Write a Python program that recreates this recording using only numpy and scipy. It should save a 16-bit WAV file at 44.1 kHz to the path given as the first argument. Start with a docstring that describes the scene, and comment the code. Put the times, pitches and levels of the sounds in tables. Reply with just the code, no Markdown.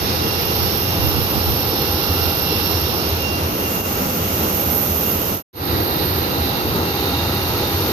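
"""A parked airliner's auxiliary turbine runs on an open apron, heard from a hand-held camera near the tail.
Filtered turbulence makes the combustion rumble, exhaust roar, hiss and vented air; listed gusts of random wind
noise buffet two ports. Lines broadened by random twinkling make a high compressor whistle, a fan's whine, shaft
orders, hums and low swells. Delays and balances move the sound between the ports as the camera turns.
It dips once, then fades out briefly and returns facing the other way."""
import sys
import numpy as np
from scipy import signal
from scipy.fft import rfft, irfft, next_fast_len
from scipy.io import wavfile
from scipy.ndimage import uniform_filter1d

SR = 44100
rng = np.random.default_rng(int(sys.argv[2]) if len(sys.argv) > 2 else 0)


def digitize_waveform(pressure):
    """Quantize a signal to 16-bit integers and store it at the path in sys.argv[1].

    Rows of a 2-D input are taken as channels; values are limited to [-1, 1].
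    """
    field = np.atleast_2d(pressure).T
    bounded = np.clip(field, -1, 1)
    quanta = np.round(bounded * 32767).astype(np.int16)
    wavfile.write(sys.argv[1], SR, quanta)


N = 349272
TIME = np.arange(N) / SR


def gain_of(db):
    """Logarithmic level: decibels become an amplitude gain."""
    return 10 ** (np.asarray(db) / 20)


def evened(x):
    """Power normalisation: scales the whole signal to an rms of 1."""
    return x / np.sqrt(np.mean(abs(x) ** 2) + 1e-20)


def along(rows, t=TIME):
    """Linear interpolation: joins (time, value) rows by straight lines."""
    return np.interp(t, *np.transpose(rows))


def hump(peak_s, length_s):
    """Raised-cosine envelope: a smooth rise from 0 to 1 and back within the given length."""
    return np.cos(np.pi * np.clip((TIME - peak_s) / length_s, -.5, .5)) ** 2


def panned(balance_db):
    """Constant-power panning: left and right gains from the left-right balance."""
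    pair = gain_of(np.array([[.5], [-.5]]) * balance_db)
    return pair / np.sqrt(np.mean(pair ** 2, axis=0))


# the camera swings from the aircraft down to the ground between the first two times, and faces round at the third
TILT_FROM_S, TILT_TO_S, TURN_S = 2.86, 3.69, 5.48


def poses():
    """Crossfade of viewpoints: shares of facing the aircraft, pointing down and turned round, over time."""
    tilt = along([(TILT_FROM_S, 0), (TILT_TO_S, 1)])
    turned = TIME >= TURN_S
    return np.array([(1 - tilt) * ~turned, tilt * ~turned, turned])


def by_pose(levels_db):
    """Directivity: blends a source's gains for the three poses over time."""
    return gain_of(levels_db) @ poses()


def drift(rate_hz):
    """Random modulation: low-passed complex noise of rms about 1, changing at about the given rate."""
    t = np.arange(0, N, 64) / SR
    f = np.fft.fftfreq(len(t), t[1])
    chance = rng.standard_normal(len(t)) + 1j * rng.standard_normal(len(t))
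    slow = np.fft.ifft(chance / (1 + (f / rate_hz) ** 2) ** .7)
    return np.interp(TIME, t, evened(slow))


def tone(hz, width_hz, steady, lag_ms=0):
    """Scattering in hot air: a steady line plus a twinkling part that differs by port; the left can lag."""
    apart = np.clip(hz / 2500, 0, .8)  # short waves take more different paths
    own = np.array([drift(width_hz / 2), drift(width_hz / 2)])
    twinkle = np.sqrt(1 - apart) * drift(width_hz / 2) + np.sqrt(apart) * own
    strength = np.sqrt(steady) + np.sqrt(1 - steady) * twinkle  # steady is a share of power
    turns = np.cumsum(hz * np.ones(N)) / SR
    arrival = np.array([turns - hz * lag_ms / 1000, turns])
    return evened((strength * np.exp(2j * np.pi * arrival)).real)


def coloured(x, spectrum, resonances=()):
    """Spectral filtering: shapes noise on a log-frequency axis, adds resonances, and evens its power."""
    hz, db = np.transpose(spectrum)
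    size = next_fast_len(N)
    f = np.fft.rfftfreq(size, 1 / SR)
    # silent outside the listed band
    shape_db = np.interp(np.log(f + 1), np.log(hz + 1), db, left=-np.inf, right=-np.inf)
    for centre_hz, width_hz, peak_db in resonances:
        shape_db = shape_db + peak_db / (1 + (2 * (f - centre_hz) / width_hz) ** 2)
    return evened(irfft(rfft(x, size) * gain_of(shape_db), size)[:, :N])


PORT_SPAN_MS = 0.34  # time sound takes from one port to the other
# Bearing of the turbine. Each row: time in seconds, delay of the left port in ms.
BEARING = [(0, 0.45), (1.2, 0.27), (2.2, 0.2), (2.8, 0.23), (3.6, 0.41), (5.45, 0.39), (5.5, -0.424),
           (6.2, -0.39), (7.2, -0.17), (7.9, -0.2)]


def rush(direct, patchy_db):
    """Diffuse-field coherence: turbulence from one bearing plus scatter from all round the apron."""
    size, hop = 1024, 256
    hz = np.fft.rfftfreq(size, 1 / SR)
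    t = np.arange(N // hop + 5) * hop / SR
    grid = (3, len(t), len(hz))
    source, a, b = rng.standard_normal(grid) + 1j * rng.standard_normal(grid)
    lag_s = along(BEARING, t=t)[:, None] / 1000
    beam = np.array([source * np.exp(-2j * np.pi * hz * lag_s), source])
    alike = np.sinc(2 * hz * PORT_SPAN_MS / 1000)  # long waves reach both ports alike
    scatter = np.array([a, alike * a + np.sqrt(1 - alike ** 2) * b])
    field = np.sqrt(direct) * beam + np.sqrt(1 - direct) * scatter
    # moving hot air makes wide bands swell and sink together
    in_time = uniform_filter1d(rng.standard_normal(a.shape), size=16, axis=0)
    patches = uniform_filter1d(in_time, size=70, axis=1)
    field = field * gain_of(patchy_db * evened(patches))
    return signal.istft(field.transpose(0, 2, 1), nperseg=size, noverlap=size - hop)[1][:, :N]


# Combustion rumble spectrum. Each row: frequency in Hz, relative power density in dB.
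RUMBLE = [(13, -61), (22, -27), (76, 1.5), (91, 0.5), (172, -6.5), (190, -7.5), (250, -22.5), (420, -120)]
# Rumble's relative levels: facing the aircraft in dB, pointing down in dB, turned round in dB.
RUMBLE_DB = (-29.5, -30, -27.5)
SWELL_DB, SWELL_HZ = -0.1, 1.5  # scale and rate of the random swelling


def rumble():
    """Combustion noise: low-frequency turbulence that swells and sinks slightly at random."""
    burning = coloured(rush(direct=0.53, patchy_db=-0.3), RUMBLE)
    swell = gain_of(SWELL_DB * drift(SWELL_HZ).real)
    return burning * swell * by_pose(RUMBLE_DB) * panned(-.6)


# Exhaust roar in the three poses. Each row: frequency in Hz, relative power density in dB.
ROAR_FACING = [(90, -20), (150, -4.5), (200, -2.5), (245, -4.5), (330, -0.5), (400, -2.5), (500, -2.5),
               (595, -10), (690, -10), (820, -6), (1030, -11), (1350, -10), (1550, -15.5), (2000, -18.5),
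               (2700, -39.5)]
ROAR_DOWN = [(90, -23), (150, -3.5), (210, -0.5), (320, -1.5), (400, -2), (560, -4.5), (645, -8.5),
             (820, -9), (1100, -9.5), (1350, -8.5), (1650, -17), (2100, -22.5), (2800, -30)]
ROAR_BEHIND = [(90, 0), (150, -6), (220, -3), (345, 1), (430, -2), (510, -3), (630, -11), (820, -6),
               (950, -7.5), (1090, -12), (1220, -8.5), (1380, -9), (1470, -13.5), (1970, -16.5),
               (2200, -22), (2700, -26)]
# Narrow peaks and a notch of the exhaust pipe. Each row: frequency in Hz, width in Hz, change in dB.
PIPE = [(680, 31, 3.5), (1340, 29, 1.5), (1820, 62, -8.5), (1895, 100, 4)]
# Surges of the roar. Each row: peak time in seconds, length in seconds, boost in dB.
SURGES = [(4.01, .16, 1.5), (4.466, 0.17, 2.5), (6.785, 0.11, 1.5), (7.22, .14, 1)]
# Roar's relative levels: facing the aircraft in dB, pointing down in dB, turned round in dB.
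ROAR_DB = (-24.5, -24, -22.5)


def roar():
    """Jet noise through a resonant pipe: turbulence whose colour depends on where the camera points."""
    jet = rush(direct=0.47, patchy_db=.5)
    views = zip(poses(), (ROAR_FACING, ROAR_DOWN, ROAR_BEHIND))
    blend = sum(share * coloured(jet, spectrum, PIPE) for share, spectrum in views)
    surge_db = sum(db * hump(peak_s, length_s) for peak_s, length_s, db in SURGES)
    return blend * gain_of(surge_db) * by_pose(ROAR_DB) * panned(-0.95)


# Broad hiss spectrum. Each row: frequency in Hz, relative power density in dB.
HISS = [(1300, -17), (1900, -2), (2900, 1.5), (3400, -1.5), (4900, -2), (5600, 0), (6600, -2),
        (7100, -10.5), (7500, -38), (8300, -7), (8900, -18), (9600, -11.5), (11000, -6.5), (15000, -5)]
# Course of the hiss. Each row: time in seconds, relative level in dB.
HISS_LEVEL = [(0, -30.5), (1.5, -31.5), (3.5, -30.5), (4.4, -28.5), (5.3, -30.5), (5.7, -34.5),
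              (6.8, -32.5), (7.9, -29)]
# Left-right balance of the hiss: facing the aircraft in dB, pointing down in dB, turned round in dB.
HISS_BALANCE_DB = (-0.5, -.5, 2.5)
# Band shaded by the camera body, left port then right. Each row: frequency in Hz, width in Hz, change in dB.
PORT_SHADE = [(4300, 2000, -1), (7000, 1100, -6)]


def hiss():
    """Diffuse turbulence noise: fine hiss mostly from all round, with a band shaded at each port."""
    scatter = rush(direct=0.13, patchy_db=.7)
    shaded = [coloured(port[None], HISS, [shade]) for port, shade in zip(scatter, PORT_SHADE)]
    return np.vstack(shaded) * gain_of(along(HISS_LEVEL)) * panned(HISS_BALANCE_DB @ poses())


# Vented air before and after the camera turns. Each row: frequency in Hz, relative power density in dB.
VENT_FACING = [(900, -8.5), (1900, -11), (2700, -5), (3200, -5), (3800, 0.5), (5000, -0.5), (5500, 1.5),
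               (5900, -9), (6500, -46), (7500, -47)]
VENT_BEHIND = [(900, -19), (1900, -9.5), (2400, -9), (2900, -8), (3350, -10), (3700, -1), (4300, -1.5),
               (4900, -4.5), (5500, -15.5), (6500, -35)]
# Vent's relative levels: facing the aircraft in dB, pointing down in dB, turned round in dB.
VENT_DB = (-24.5, -37, -25.5)
# Swelling as the camera pans across the vent's beam. Each row: time in seconds, change in dB.
VENT_SWELL = [(0, -0.5), (.65, 0.9), (1.1, -1.5), (2.0, 0), (2.75, 1), (3.05, 0), (3.3, 1), (3.6, -0.5),
              (4.4, -1), (5.3, -1.5), (5.55, -1), (5.85, -0.5), (6.45, 0), (6.8, -.5), (7.3, .3), (7.9, 0)]
VENT_PORTS_DB = [[-22], [0]]  # left and right: the beam strikes the right port


def vent():
    """Directional jet noise: a hiss of vented air that swells across its beam and strikes the right port."""
    jet = rush(direct=0.41, patchy_db=0.98)
    air = np.where(TIME < TURN_S, coloured(jet, VENT_FACING), coloured(jet, VENT_BEHIND))
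    return air * by_pose(VENT_DB) * gain_of(along(VENT_SWELL)) * gain_of(VENT_PORTS_DB)


SHAFT_HZ = 813.38  # turbine shaft
# Whistle's skirt, spread by turbulence. Each row: frequency in Hz, relative power density in dB.
SKIRT = [(9000, -51), (10300, -36), (11100, -17), (11700, -17), (12300, -9), (12800, -2.5), (12950, 0.5),
         (13015, 3.5), (13090, -0.5), (13300, -4), (13800, -15.5), (14500, -25), (15200, -31), (15700, -31)]
# The uneven beam: the right port moves through it, the left is shaded.
# Each row: time in seconds, relative level in dB.
WHISTLE_RIGHT = [(0, -29), (.2, -28), (.4, -23), (.6, -22.5), (.8, -22), (1.0, -23), (1.65, -22),
                 (1.95, -22.5), (2.2, -20.5), (3.0, -24), (3.3, -31), (3.55, -24.5), (3.8, -25),
                 (4.2, -25.5), (4.45, -20), (4.78, -17), (5.3, -21), (6.0, -23), (6.4, -25), (7.2, -28.5),
                 (7.9, -25)]
WHISTLE_LEFT = [(0, -30.5), (1.7, -27), (3.4, -30.7), (4.5, -30), (6.7, -29), (7.9, -25.5)]
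# hot air makes it flutter at both ports together and wander at each: scale and rate
FLUTTER_DB, FLUTTER_HZ = .7, 17
WANDER_DB, WANDER_HZ = .7, 2.3


def whistle():
    """Blade-passing tone of the compressor: a narrow core in a wide, fluttering skirt scattered from it."""
    blade_hz = 16 * SHAFT_HZ
    skirt = coloured(rush(direct=0.22, patchy_db=.7), SKIRT)
    core = gain_of(-9.5) * tone(blade_hz, width_hz=11, steady=.25)
    beams = (WHISTLE_LEFT, WHISTLE_RIGHT)
    ports_db = np.array([along(beam) + WANDER_DB * drift(WANDER_HZ).real for beam in beams])
    flutter_db = FLUTTER_DB * drift(FLUTTER_HZ).real
    return (skirt + core) * gain_of(ports_db + flutter_db - 1)


FAN_HZ = 2767.6  # cooling fan's blade tone
WAVER_HZ, WAVER_RATE_HZ = 2.2, 4  # rms depth and rate of its pitch wavering
# The whine meets its echo off the concrete and swells and fades differently at each port.
# Each row: time in seconds, relative level in dB.
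WHINE_RIGHT = [(0, -41), (.15, -32), (.4, -33), (.73, -41), (.85, -30.5), (1.08, -32.5), (1.35, -45),
               (1.9, -37.5), (2.35, -36), (2.65, -33), (2.92, -36), (3.1, -38), (3.31, -26), (3.53, -44),
               (3.7, -31.5), (3.92, -40), (4.1, -51), (4.35, -40), (4.8, -50), (5.08, -35), (5.2, -52),
               (5.7, -51), (6.05, -36), (6.19, -51), (6.3, -36), (6.62, -38), (6.76, -56), (6.88, -38),
               (7.02, -51), (7.15, -33.5), (7.42, -36.5), (7.62, -50)]
WHINE_LEFT = [(0, -58), (.35, -40), (.8, -46), (1.06, -35), (1.35, -46), (1.65, -42), (2.1, -45),
              (2.63, -33.5), (2.95, -55), (3.2, -40), (3.6, -47), (3.8, -33), (4.2, -54), (6.15, -48),
              (6.35, -47), (6.65, -45), (6.76, -54), (6.88, -38), (7.1, -50)]
# Bearing of the fan and the turbine shaft. Each row: time in seconds, delay of the left port in ms.
FAN_BEARING = [(0, 0.32), (.4, 0.3), (.75, 0.15), (1.3, 0.12), (2.3, 0.015), (2.9, 0.14), (3.6, 0.33),
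               (5.45, 0.26), (5.5, 0.14), (7.2, -0.028), (7.9, -0.05)]
# Relative levels of the smeared halo: facing the aircraft in dB, pointing down in dB, turned round in dB.
HALO_DB = (-43.5, -46, -44.5)
# Rise and fall of the second partial, one course for both ports.
# Each row: time in seconds, relative level in dB.
OCTAVE_LEVEL = [(0, -48), (.3, -40.5), (.45, -48), (.73, -36), (.92, -51), (1.22, -43), (1.58, -39),
                (1.9, -50), (2.25, -40.5), (2.45, -49), (2.63, -35), (2.9, -39), (3.1, -41), (3.5, -51),
                (4.1, -55), (4.4, -46), (4.8, -62), (6.2, -53), (7.35, -57), (7.6, -45), (7.9, -54)]
# Its left-right balance: facing the aircraft in dB, pointing down in dB, turned round in dB.
OCTAVE_BALANCE_DB = (-11, 2, -1)
# Relative levels of its halo: facing the aircraft in dB, pointing down in dB, turned round in dB.
OCTAVE_HALO_DB = (-39.5, -50, -49)


def whine():
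    """Fan blade-passing harmonics: two wavering lines in faint halos, and a smeared third partial."""
    hz = FAN_HZ + WAVER_HZ * evened(drift(WAVER_RATE_HZ).real)
    line = tone(hz, width_hz=16, steady=.82, lag_ms=along(FAN_BEARING))
    line = line * gain_of([along(WHINE_LEFT), along(WHINE_RIGHT)])
    halo = tone(FAN_HZ - 12, width_hz=39, steady=0) * by_pose(HALO_DB) * panned(-5.5)
    octave = tone(2 * hz, width_hz=22, steady=.45)
    octave = octave * gain_of(along(OCTAVE_LEVEL)) * panned(OCTAVE_BALANCE_DB @ poses())
    octave_halo = tone(2 * FAN_HZ - 30, width_hz=170, steady=0) * by_pose(OCTAVE_HALO_DB) * panned(-8)
    octave_halo = octave_halo * gain_of(2 * along(VENT_SWELL))  # swells with the vent, twice as deeply in dB
    third = tone(3 * FAN_HZ, width_hz=70, steady=.03) * gain_of(-59)
    return line + halo + octave + octave_halo + third


# Orders of the turbine shaft. 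Each row: multiple of its frequency, relative level in dB,
# line width in Hz, steady share of power from 0 to 1.
SHAFT = [(1, -40.5, 7, .88), (2, -57, 6, .5), (8, -57, 14, .4), (18, -58, 20, .2)]
# Swelling of the hum as the camera moves. Each row: time in seconds, change in dB.
SHAFT_SWELL = [(0, 0), (1.2, 3), (1.45, 1.5), (2.0, 2), (2.8, -3), (3.55, -4), (3.9, 3), (4.2, -2),
               (4.6, 5), (5.0, -0.5), (5.9, -1), (6.9, 2.5), (7.9, 3)]
# Left-right balance of the hum: facing the aircraft in dB, pointing down in dB, turned round in dB.
SHAFT_BALANCE_DB = (-8, 0, 0)


def shaft():
    """Rotor orders: lines at whole multiples of the shaft frequency, which swell and fade together."""
    lag_ms = along(FAN_BEARING)
    orders = sum(tone(order * SHAFT_HZ, width_hz, steady, lag_ms) * gain_of(db)
                 for order, db, width_hz, steady in SHAFT)
    return orders * gain_of(along(SHAFT_SWELL)) * panned(SHAFT_BALANCE_DB @ poses())


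# Faint line's relative levels: facing the aircraft in dB, pointing down in dB, turned round in dB.
FAINT_LINE_DB = (-48.5, -50, -53)


def faint_line():
    """Narrow-band noise: a faint, high, twinkling band near 9.4 kHz."""
    return tone(9410, width_hz=80, steady=.06) * by_pose(FAINT_LINE_DB)


# Hums of the equipment round the aircraft. Each row: frequency in Hz, relative level in dB,
# line width in Hz, steady share of power from 0 to 1, left-right balance in dB.
HUMS = [(40, -57, 1.97, .85, -1), (84.85, -35, 11.4, 0.3, 0), (401, -43.5, 13, 0.02, 8),
        (3880, -52.5, 16, 0.2, -8)]


def hums():
    """Tonal machinery noise: lines of fixed pitch, each with its own width and balance."""
    return sum(tone(hz, width_hz, steady) * gain_of(db) * panned(balance_db)
               for hz, db, width_hz, steady, balance_db in HUMS)


# Spectrum of the wind on the ports. Each row: frequency in Hz, relative power density in dB.
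BUFFET = [(20, -35), (40, -26), (58, -11), (85, 2.5), (105, -4.5), (150, -15), (300, -28)]
# Gusts. Each row: peak time in seconds, length in seconds, relative level in dB, left-right balance in dB.
GUSTS = [(.63, 0.14, -26, -14), (1.05, .17, -19.8, -15), (1.18, 0.22, -22, -15), (1.378, 0.11, -23.5, -21),
         (1.493, 0.16, -21, -19), (2.248, .13, -25.5, -15), (5.75, .2, -33, -10), (6.692, .2, -31, -9)]
# Light draught's relative levels: facing the aircraft in dB, pointing down in dB, turned round in dB.
BREEZE_DB = (-35.5, -55, -39)


def breeze():
    """Wind pseudo-sound: independent buffeting of each port, by a light draught and gusts of even eddies."""
    gusts = sum(hump(peak_s, length_s) * gain_of(db) * panned(balance_db)
                for peak_s, length_s, db, balance_db in GUSTS)
    wind = coloured(rng.standard_normal((2, N)), BUFFET)
    local_power = abs(uniform_filter1d(wind ** 2, size=2200))  # over about 50 ms
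    eddies = wind / np.sqrt(local_power + 1e-6)
    return eddies * np.hypot(by_pose(BREEZE_DB), gusts)


# Brief swells of the low rumble. Each row: peak time in seconds, relative level in dB.
LOW_SWELLS = [(.22, -24), (.51, -27), (1.02, -26), (1.5, -23), (1.93, -27), (2.12, -24.5), (2.6, -27),
              (2.77, -27.5), (3.17, -25), (3.43, -24.5), (4.25, -27), (4.46, -26.5), (4.67, -25),
              (5.75, -26), (6.4, -27), (6.69, -28), (6.87, -28), (7.24, -26), (7.56, -28), (7.74, -24.5),
              (7.85, -25)]
LOW_SWELL_HZ, LOW_SWELL_SPREAD_HZ, LOW_SWELL_S = 85.3, 6.06, .17  # mean pitch, rms spread and length


def low_swells():
    """Amplitude modulation: brief swells of the low rumble near 85 Hz, nearly alike at both ports."""
    hz = LOW_SWELL_HZ + LOW_SWELL_SPREAD_HZ * evened(drift(1 / LOW_SWELL_S).real)
    envelope = sum(hump(peak_s, LOW_SWELL_S) * gain_of(db) for peak_s, db in LOW_SWELLS)
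    return tone(hz, width_hz=24, steady=.94) * envelope


FLARE_S, FLARE_LENGTH_S, FLARE_HZ, FLARE_DB = 2.2, 0.98, 1378, -39.5  # peak time, length, pitch, level


def flare():
    """Pipe resonance: a hollow ring of the exhaust pipe flares as the camera faces the tail."""
    return tone(FLARE_HZ, width_hz=70, steady=0) * hump(FLARE_S, FLARE_LENGTH_S) * gain_of(FLARE_DB)


# Spectrum of the hiss off the concrete. Each row: frequency in Hz, relative power density in dB.
GROUND = [(4500, -25), (6600, 4), (7400, -7), (8300, -5), (9000, -16), (10500, -7.5), (13000, 2),
          (14200, 4.5), (15500, 2)]
GROUND_DB, GROUND_FOCUS = -32.5, 8.5  # level, and how sharply it depends on the tilt (exponent)


def ground():
    """Ground reflection: treble off the concrete, mostly into the right port, as the camera points down."""
    down = poses()[1]
    bright = coloured(rng.standard_normal((2, N)), GROUND)
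    return bright * gain_of(GROUND_DB) * down ** GROUND_FOCUS * panned(-10)


# Ring at the foot of the vent's band, lower as the camera comes round.
# Each row: time in seconds, pitch in Hz, relative level in dB.
RING = [(5.5, 3890, -69), (5.7, 3890, -39), (5.95, 3890, -35.5), (6.07, 3920, -47), (6.25, 3890, -38),
        (6.47, 3920, -32), (6.58, 3840, -43), (6.85, 3800, -38), (7.0, 3765, -32.5), (7.3, 3785, -31),
        (7.45, 3750, -33), (7.55, 3770, -43), (7.64, 3750, -30), (7.72, 3630, -35), (7.8, 3760, -44),
        (7.9, 3800, -35)]
# Strands of the ring. Each row: multiple of its pitch, relative level in dB, width in Hz.
RING_STRANDS = [(.95, -7, 80), (1, 1.5, 90), (1.06, -7, 120), (1.17, -9, 80)]


def vent_ring():
    """Flow-excited resonance: twinkling strands follow one moving pitch, chiefly at the right port."""
    ring_s, ring_hz, ring_db = np.transpose(RING)
    pitch = np.interp(TIME, ring_s, ring_hz)
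    strands = sum(tone(multiple * pitch, width_hz, steady=0) * gain_of(db)
                  for multiple, db, width_hz in RING_STRANDS)
    return strands * gain_of(np.interp(TIME, ring_s, ring_db)) * gain_of(VENT_PORTS_DB)


def scene():
    """Linear superposition: the sounds of the whole apron add."""
    turbulence = rumble() + roar() + hiss() + vent()
    tones = whistle() + whine() + shaft() + faint_line() + hums()
    return turbulence + tones + breeze() + low_swells() + flare() + ground() + vent_ring()


# start and end of each even fade in seconds, and the level left in the gap
FADE_OUT_S, FADE_IN_S, GAP_DB = (5.337, 5.426), (5.529, 5.707), -97
DIP_S, DIP_LENGTH_S, DIP_DB = 3.83, 0.051, -5  # the level dips briefly: time, length, depth
EDGE_HZ = 15650  # upper band limit
# Overall level. Each row: time in seconds, gain in dB.
LEVEL = [(0, 1), (7.92, -.5)]


def record(dry):
    """Band limiting and gain: a low cut, a brief dip, the fade out and in, then a treble cut."""
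    low_cut = signal.butter(6, 33, "highpass", fs=SR, output="sos")
    thinned = signal.sosfilt(low_cut, dry)
    fade = np.interp(TIME, FADE_OUT_S, (1, 0)) + np.interp(TIME, FADE_IN_S, (0, 1)) + gain_of(GAP_DB)
    level_db = along(LEVEL) + DIP_DB * hump(DIP_S, DIP_LENGTH_S)
    treble_cut = signal.firwin(511, EDGE_HZ, window=("kaiser", 9), fs=SR)
    return signal.oaconvolve(thinned * fade * gain_of(level_db), treble_cut[None], "same")


dry = scene()
out = record(dry)
digitize_waveform(out)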